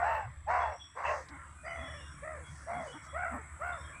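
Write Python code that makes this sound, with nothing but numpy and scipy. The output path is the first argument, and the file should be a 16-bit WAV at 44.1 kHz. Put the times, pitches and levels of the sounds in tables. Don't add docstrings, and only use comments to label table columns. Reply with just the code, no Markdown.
import sys
import numpy as np
from scipy import signal
from scipy.fft import rfft, irfft
from scipy.io import wavfile
from scipy.ndimage import map_coordinates

SR = 44100
rng = np.random.default_rng(int(sys.argv[2]) if len(sys.argv) > 2 else 0)


def dump_mix(stems):
    frames = np.atleast_2d(stems).T
    limited = np.clip(frames, -1, 1)
    pcm = np.round(limited * 32767).astype(np.int16)
    wavfile.write(sys.argv[1], SR, pcm)


N = 176400
TIME = np.arange(N) / SR


def from_db(db):
    return 10 ** (np.asarray(db) / 20)


def rms_one(x):
    return x / np.sqrt(np.mean(x ** 2) + 1e-20)


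def level(points):
    return from_db(np.interp(TIME, *np.transpose(points)))


def at_hz(points, hz):
    f, db = np.transpose(points)
    return from_db(np.interp(np.log(hz + 1), np.log(f), db))


def cut(x, hz, kind, order):
    return signal.sosfilt(signal.butter(order, hz, kind, fs=SR, output="sos"), x)


def ramp(u):
    return np.sin(np.pi / 2 * np.clip(u, 0, 1)) ** 2


def span(start, end):
    return np.flatnonzero((TIME >= start) & (TIME < end))


def drift(hz, size=SR // 2):
    r = np.exp(-2 * np.pi * hz / SR)
    slow = signal.lfilter([1], [1, -2 * r, r * r], rng.standard_normal(size + SR // 2))
    return rms_one(slow[SR // 4:])[-size:]


def noise(spectrum):
    hz = np.fft.rfftfreq(N, 1 / SR)
    skirt = np.minimum(hz / spectrum[0][0], 1) ** 2
    return rms_one(irfft(rfft(rng.standard_normal(N)) * at_hz(spectrum, hz) * skirt, N))


def resonate(x, hz, width):
    r = np.exp(-np.pi * width / SR)
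    poles = [1, -2 * r * np.cos(2 * np.pi * hz / SR), r * r]
    return signal.lfilter(np.array([1, 0, -1]) * (1 - r * r) / 2, poles, x)


def patchy(x, db=5.5, patch_hz=95, patch_s=.075):
    hz, t, bands = signal.stft(x, SR, nperseg=1024)
    grid = np.meshgrid(hz / patch_hz, t / patch_s, indexing="ij")
    swell = map_coordinates(rng.standard_normal(bands.shape), grid, order=1)
    return rms_one(signal.istft(bands * from_db(db * swell), SR)[1][:len(x)])


def tones(rows, warble, rate_hz):
    out = np.zeros(N)
    for start, length, hz, db in rows:
        i = span(start, start + length)
        waver, shimmer = (drift(rate_hz)[:len(i)] for _ in range(2))
        swell = np.sin(np.pi * (TIME[i] - start) / length) * rms_one(1 + .4 * shimmer)
        out[i] += from_db(db) * swell * np.sin(2 * np.pi * np.cumsum(hz * (1 + warble * waver)) / SR)
    return out


def strokes(rows):
    return sum(from_db(db) * np.sin(np.pi * np.clip((TIME - s) / length, 0, 1)) for s, length, db in rows)


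# frequency at the crest in Hz, bandwidth in Hz, gain in dB.
FORMANTS = [(634, 310, -2), (1104, 216, 2.5), (1685, 420, -6), (2190, 420, -10)]
def rasp(gate, arch):
    clock = np.cumsum(arch ** .35)
    air = rng.standard_normal(SR) * np.interp(np.arange(SR), clock, gate)
    throat = sum((-1) ** k * from_db(db) * resonate(air, hz, width)
                 for k, (hz, width, db) in enumerate(FORMANTS))
    throat = cut(cut(throat, 488, "high", order=4), 2390, "low", order=6)
    mouth = patchy(cut(air, [3680, 6350], "band", order=3))[:len(gate)]
    return rms_one(map_coordinates(throat, [clock])) + from_db(-30) * rms_one(mouth)


# frequency in Hz, gain in dB.
THROAT_RESPONSE = [(1200, -25), (1700, 4), (2050, 1.5), (2300, -2.5), (2600, -20.5), (3200, -49),
                   (4500, -50), (6000, -37)]
# start, crest and end in seconds, crest and end pitch in Hz, relative levels
# of fundamental, octave, upper harmonics, rasp and shrill resonance in dB, roughness factor.
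BARKS = [ (-.05, 0.043, .19, 709.4, 545, -36, -43, -63, -43, -77, 0.52),
         (.0, 0.127, .25, 903.2, 771, -34.5, -44.5, -72, -38, -51, 0.27),
         (0.469, 0.545, .74, 721.7, 572.4, -34.5, -44.5, -53, -34.5, -59, 0.36),
         (0.459, 0.557, .75, 1002, 698, -34.5, -47.5, -45, -39, -58.5, 0.42),
         (0.944, 1.029, 1.12, 561.6, 496, -53, -46, -73, -39.5, -69, 0.75),
         (1.022, 1.072, 1.14, 968, 811, -38.5, -44.5, -46, -36.5, -43, 1.12),
         (1.061, 1.104, 1.22, 622.2, 508, -38.5, -66, -82, -37, -86, 0.73),
         (1.625, 1.69, 2.03, 668.6, 533, -47, -51, -48.5, -54.5, -87, 0.61),
         (2.213, 2.276, 2.43, 635.3, 466.6, -45, -49.5, -53, -80, -89, 0.57),
         (2.658, 2.74, 2.92, 724, 488.5, -40, -53, -52.5, -44.5, -83, 0.54),
         (3.122, 3.223, 3.40, 724, 466, -41.5, -40, -50, -52, -66, 0.63),
         (3.589, 3.687, 3.80, 721.5, 526.5, -43.5, -39.5, -53, -48.5, -64, 0.44)]
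def barks():
    attack_s, rasp_attack_s, overtone_lag_s, release_s = .031, .05, .0045, .035
    flutter_hz, octaves_per_s, ragged_db, fade_db = 72, 6.2, 2, 14.5
    out = np.zeros(N)
    for (start, crest, end, top_hz, end_hz,
         first_db, octave_db, upper_db, rasp_db, shrill_db, rough) in BARKS:
        i = span(start, end + release_s)
        t = TIME[i]
        wobble, jitter, shimmer, *ragged = (drift(hz)[:len(i)] for hz in (24.8, 159, 106, 60.7, 90, 87))
        rise = np.clip((crest - t) / (crest - start), 0, 1)
        fall = np.maximum(t - crest, 0) / (end - crest)
        arch = 2 ** (-octaves_per_s * (crest - start) * rise ** 3.2) * (end_hz / top_hz) ** (fall ** 2.2)
        beat = 2 * np.pi * np.cumsum(flutter_hz * (1 + .19 * rough * wobble)) / SR
        flutter = np.sin(beat) * np.clip(1 - fall ** 2, 0, 1) * (1 - rise ** 2)
        hz = top_hz * arch * (1 + .016 * wobble + .042 * flutter + .05 * rough * jitter * (1 + 2 * fall ** 2))
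        phase = 2 * np.pi * np.cumsum(hz) / SR

        upper = sum(at_hz(THROAT_RESPONSE, k * hz) * np.sin(k * phase)
                    * from_db(ragged_db * ragged[1 + k % 2]) for k in range(3, 9))
        octave = from_db(octave_db + ragged_db * rough * ragged[0]) * np.sin(2 * phase)
        overtones = (octave + from_db(upper_db) * upper) * rms_one(1 + .48 * flutter)
        overtones *= ramp((t - start - overtone_lag_s) / attack_s)
        voice = from_db(first_db) * np.sin(phase) * (1 + .28 * flutter) + overtones
        voice *= np.sqrt(2) * rms_one(1 + .33 * rough * shimmer)

        shrill = rng.standard_normal(SR)[:len(i)]
        for _ in range(2):
            shrill = resonate(shrill, hz=2673, width=240)
        gate = (1 + .093 * flutter) * (1 + .97 * np.cos(phase))
        air = from_db(rasp_db) * rasp(gate, arch) + from_db(shrill_db) * rms_one(shrill) * (1 - rise ** 2)
        fade = from_db(-fade_db * fall ** 1.91) * ramp((end + release_s - t) / release_s)
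        out[i] += fade * (voice * ramp((t - start) / attack_s) + air * ramp((t - start) / rasp_attack_s))
    return out


def reverb(x, t60_s=.3):
    t = TIME[:SR]
    tail = rng.standard_normal(SR) * from_db(-60 * t / t60_s) * ramp(t / .022)
    return signal.fftconvolve(x, tail / np.sqrt(np.sum(tail ** 2)))[:N]


# frequency in Hz, gain in dB.
WASH_SPECTRUM = [(300, -19), (600, 0.5), (850, -2), (1050, 8), (1400, 7), (1750, 4.5), (2200, 1),
                 (2500, -9), (2800, -34.5), (3800, -31.5), (7000, -58.5), (11000, -40.5), (15000, -41)]
# time in seconds, level in dB.
WASH_LEVEL = [(0, -40.5), (.4, -62.5), (.9, -64.5), (1.3, -54), (1.42, -53), (1.55, -60.5), (2.05, -57),
              (2.55, -54.5), (2.63, -58.5), (3, -53), (3.5, -53), (3.85, -51), (3.96, -52), (4, -57)]
def midrange_wash():
    return level(WASH_LEVEL) * patchy(noise(WASH_SPECTRUM))


# frequency in Hz, gain in dB.
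HUM_PARTIALS = [(74.9, -1.5), (151.2, -19.5), (61.6, -14)]
# time in seconds, relative level in dB.
HUM_LEVEL = [(0, -49.5), (.68, -48), (.78, -58), (.98, -87), (1.07, -44.5), (1.2, -60.5), (1.4, -53.5),
             (2.5, -50), (2.7, -63), (3.0, -79), (3.12, -49), (4, -50.5)]
def machine_hum():
    hum = sum(from_db(db) * np.sqrt(2) * (1 + .45 * drift(21.6, N))
              * np.sin(2 * np.pi * hz * TIME + .5 * drift(1.9, N)) for hz, db in HUM_PARTIALS)
    return level(HUM_LEVEL) * hum


# frequency in Hz, gain in dB.
RUMBLE_SPECTRUM = [(20, -32), (40, -10.5), (70, 15), (115, 5.5), (155, 5.5), (195, -5), (270, -6.5),
                   (330, -3.5), (400, -19), (700, -55)]
# time in seconds, relative level in dB.
RUMBLE_LEVEL = [(0, -55.5), (.36, -64), (.6, -58.5), (.95, -60.5), (1.35, -55.5), (1.6, -56.5),
                (1.85, -49.5), (2.35, -54), (3, -55), (3.3, -55.5), (4, -54)]
def rumble():
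    return from_db(-1.5) * level(RUMBLE_LEVEL) * noise(RUMBLE_SPECTRUM)


# frequency in Hz, gain in dB.
CICADA_SPECTRUM = [(6500, -41), (7200, -18.5), (7600, 8), (7950, 9.5), (8300, -9.5), (9000, -24),
                   (9600, -69), (10600, -6.5), (11000, -14.5), (11400, -57)]
CHORUS_SPECTRUM = [(5000, -23), (6500, -0.5), (7300, -1.5), (8500, 7.5), (9100, 8), (9700, 3), (10200, -3),
                   (10900, -25), (11400, -31)]
# time in seconds, relative level in dB.
CICADA_LEVEL = [(0, -63.5), (.35, -68), (2.8, -66), (3.3, -62.5), (4, -62)]
CHORUS_LEVEL = [(0, -80.5), (1, -75), (1.4, -69.5), (1.9, -66), (2.7, -65.5), (3.1, -69), (4, -65.5)]
def insects(pulse_hz=22.3, flicker_db=.9):
    beat = 2 * np.pi * np.cumsum(pulse_hz * (1 + .003 * drift(1.6, N))) / SR
    throb = 1 + sum(depth * np.cos(k * beat + rng.uniform(0, 2 * np.pi))
                    for k, depth in enumerate([.087, .21, .18, .038, .18], 1))
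    cicada = level(CICADA_LEVEL) * throb * noise(CICADA_SPECTRUM)
    chorus = level(CHORUS_LEVEL) * patchy(noise(CHORUS_SPECTRUM), db=3)
    return cicada + chorus * from_db(flicker_db * drift(29, N))


# frequency in Hz, gain in dB.
CHATTER_SPECTRUM = [(2600, -0.5), (3350, 0.5), (3700, -3.5), (4100, -10.5), (6000, -11), (7500, -33)]
def bird_chatter():
    return from_db(-74) * patchy(noise(CHATTER_SPECTRUM))


# start in seconds, length in seconds, level in dB.
FIZZES = [(.09, 0.12, -71), (3.03, 0.05, -87), (3.22, .17, -86), (3.33, 0.041, -76), (3.515, .04, -83),
          (3.58, .13, -79), (3.795, .04, -84)]
def high_fizz():
    grains = rms_one(from_db(3.5 * drift(120, N)))
    treble = rms_one(cut(rng.standard_normal(N), [12600, 15200], "band", order=2))
    return strokes(FIZZES) * grains * treble


# start in seconds, length in seconds, frequency in Hz, level in dB.
BUMPS = [(.19, 0.16, 109, -42.5), (2.06, 0.21, 149.8, -51.5), (2.48, 0.079, 148.4, -44),
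         (2.75, 0.09, 174.5, -46.5)]
def bumps():
    return tones(BUMPS, warble=.148, rate_hz=31)


# start in seconds, length in seconds, pitch in Hz, relative level in dB.
CHIRPS = [(0.586, 0.098, 3348, -54.5), (0.79, 0.05, 3368, -47.5), (1.383, 0.044, 1350, -46),
          (1.5, 0.43, 2447, -61.5), (1.644, 0.053, 4810, -60), (1.664, 0.1, 2980, -57.5),
          (1.736, 0.21, 3366, -54), (1.845, 0.15, 3035, -59), (1.93, 0.061, 3400, -56),
          (1.964, 0.09, 2830, -55.5), (1.98, 0.091, 3600, -60.5), (2.02, 0.088, 3350, -61.5),
          (2.429, 0.094, 3330, -58.5), (2.724, 0.1, 3333, -60), (2.867, 0.066, 2990, -53),
          (2.914, 0.045, 3336, -52), (3.075, 0.056, 3333, -56.5), (3.722, 0.021, 3570, -51),
          (3.79, 0.037, 3605, -55), (3.827, 0.079, 3276, -56.5), (3.926, 0.065, 2397, -46)]
TWITTERS = [(.66, 0.26, 5615, -59.5), (1.62, 0.22, 5940, -66), (1.79, 0.39, 5560, -60.5),
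            (2.45, 0.39, 5720, -67), (2.85, 0.29, 5610, -66.5), (3.75, 0.12, 5450, -64)]
def birds():
    calls = tones(CHIRPS, warble=.008, rate_hz=110) + tones(TWITTERS, warble=.017, rate_hz=90)
    return from_db(-2) * calls + from_db(-2.5) * reverb(calls)


# start in seconds, length in seconds, level in dB.
SCUFFS = [(1.012, 0.27, -59), (2.436, 0.27, -65), (2.788, 0.18, -64), (3.024, 0.063, -64.5)]
# frequency in Hz, gain in dB.
GRIT_SPECTRUM = [(1500, -8), (3000, -20), (4500, -0.5), (6300, 5.5), (8000, -5), (11500, -28), (16000, -23)]
def scuffs():
    return strokes(SCUFFS) * patchy(noise(GRIT_SPECTRUM), db=3)


# start in seconds, length in seconds, pitch in Hz, relative level in dB.
GRUNTS = [(1.287, 0.097, 290.3, -48), (1.775, 0.121, 245.7, -47.5), (2.7, 0.15, 236.5, -45.5),
          (2.933, 0.0536, 273.7, -43), (3.305, 0.087, 250.7, -37.5)]
def grunts(glide=.1995, jitter=.093, harmonics_db=(-3.5, -33, -6.5, -8, -8.5)):
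    out = np.zeros(N)
    for start, length, hz, db in GRUNTS:
        i = span(start, start + length)
        u = (TIME[i] - start) / length
        pitch = hz * (1 + glide * (u - .5) + jitter * drift(109, SR)[:len(i)])
        phase = 2 * np.pi * np.cumsum(pitch) / SR
        voice = sum(from_db(h) * np.sin(k * phase) for k, h in enumerate(harmonics_db, 1))
        out[i] += from_db(db) * np.sin(np.pi * u) * voice
    return out


def tick(start_s=1.287, decay_s=.008):
    decay = (TIME > start_s) * np.exp(-np.abs(TIME - start_s) / decay_s)
    return from_db(-54.5) * decay * rms_one(cut(rng.standard_normal(N), [2800, 6000], "band", order=3))


def scene():
    voices = barks() + grunts()
    echo = reverb(.17 * voices + cut(voices, [950, 2500], "band", order=2))
    mix = voices + from_db(-11.5) * echo + birds() + bird_chatter()
    mix += high_fizz() + tick() + scuffs() + insects()
    mix += machine_hum() + rumble() + bumps() + midrange_wash()
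    return mix[None]


def record(dry, cutoff_hz=15500):
    return signal.sosfilt(signal.ellip(10, .1, 80, cutoff_hz, fs=SR, output="sos"), dry)


dry = scene()
out = record(dry)
dump_mix(out)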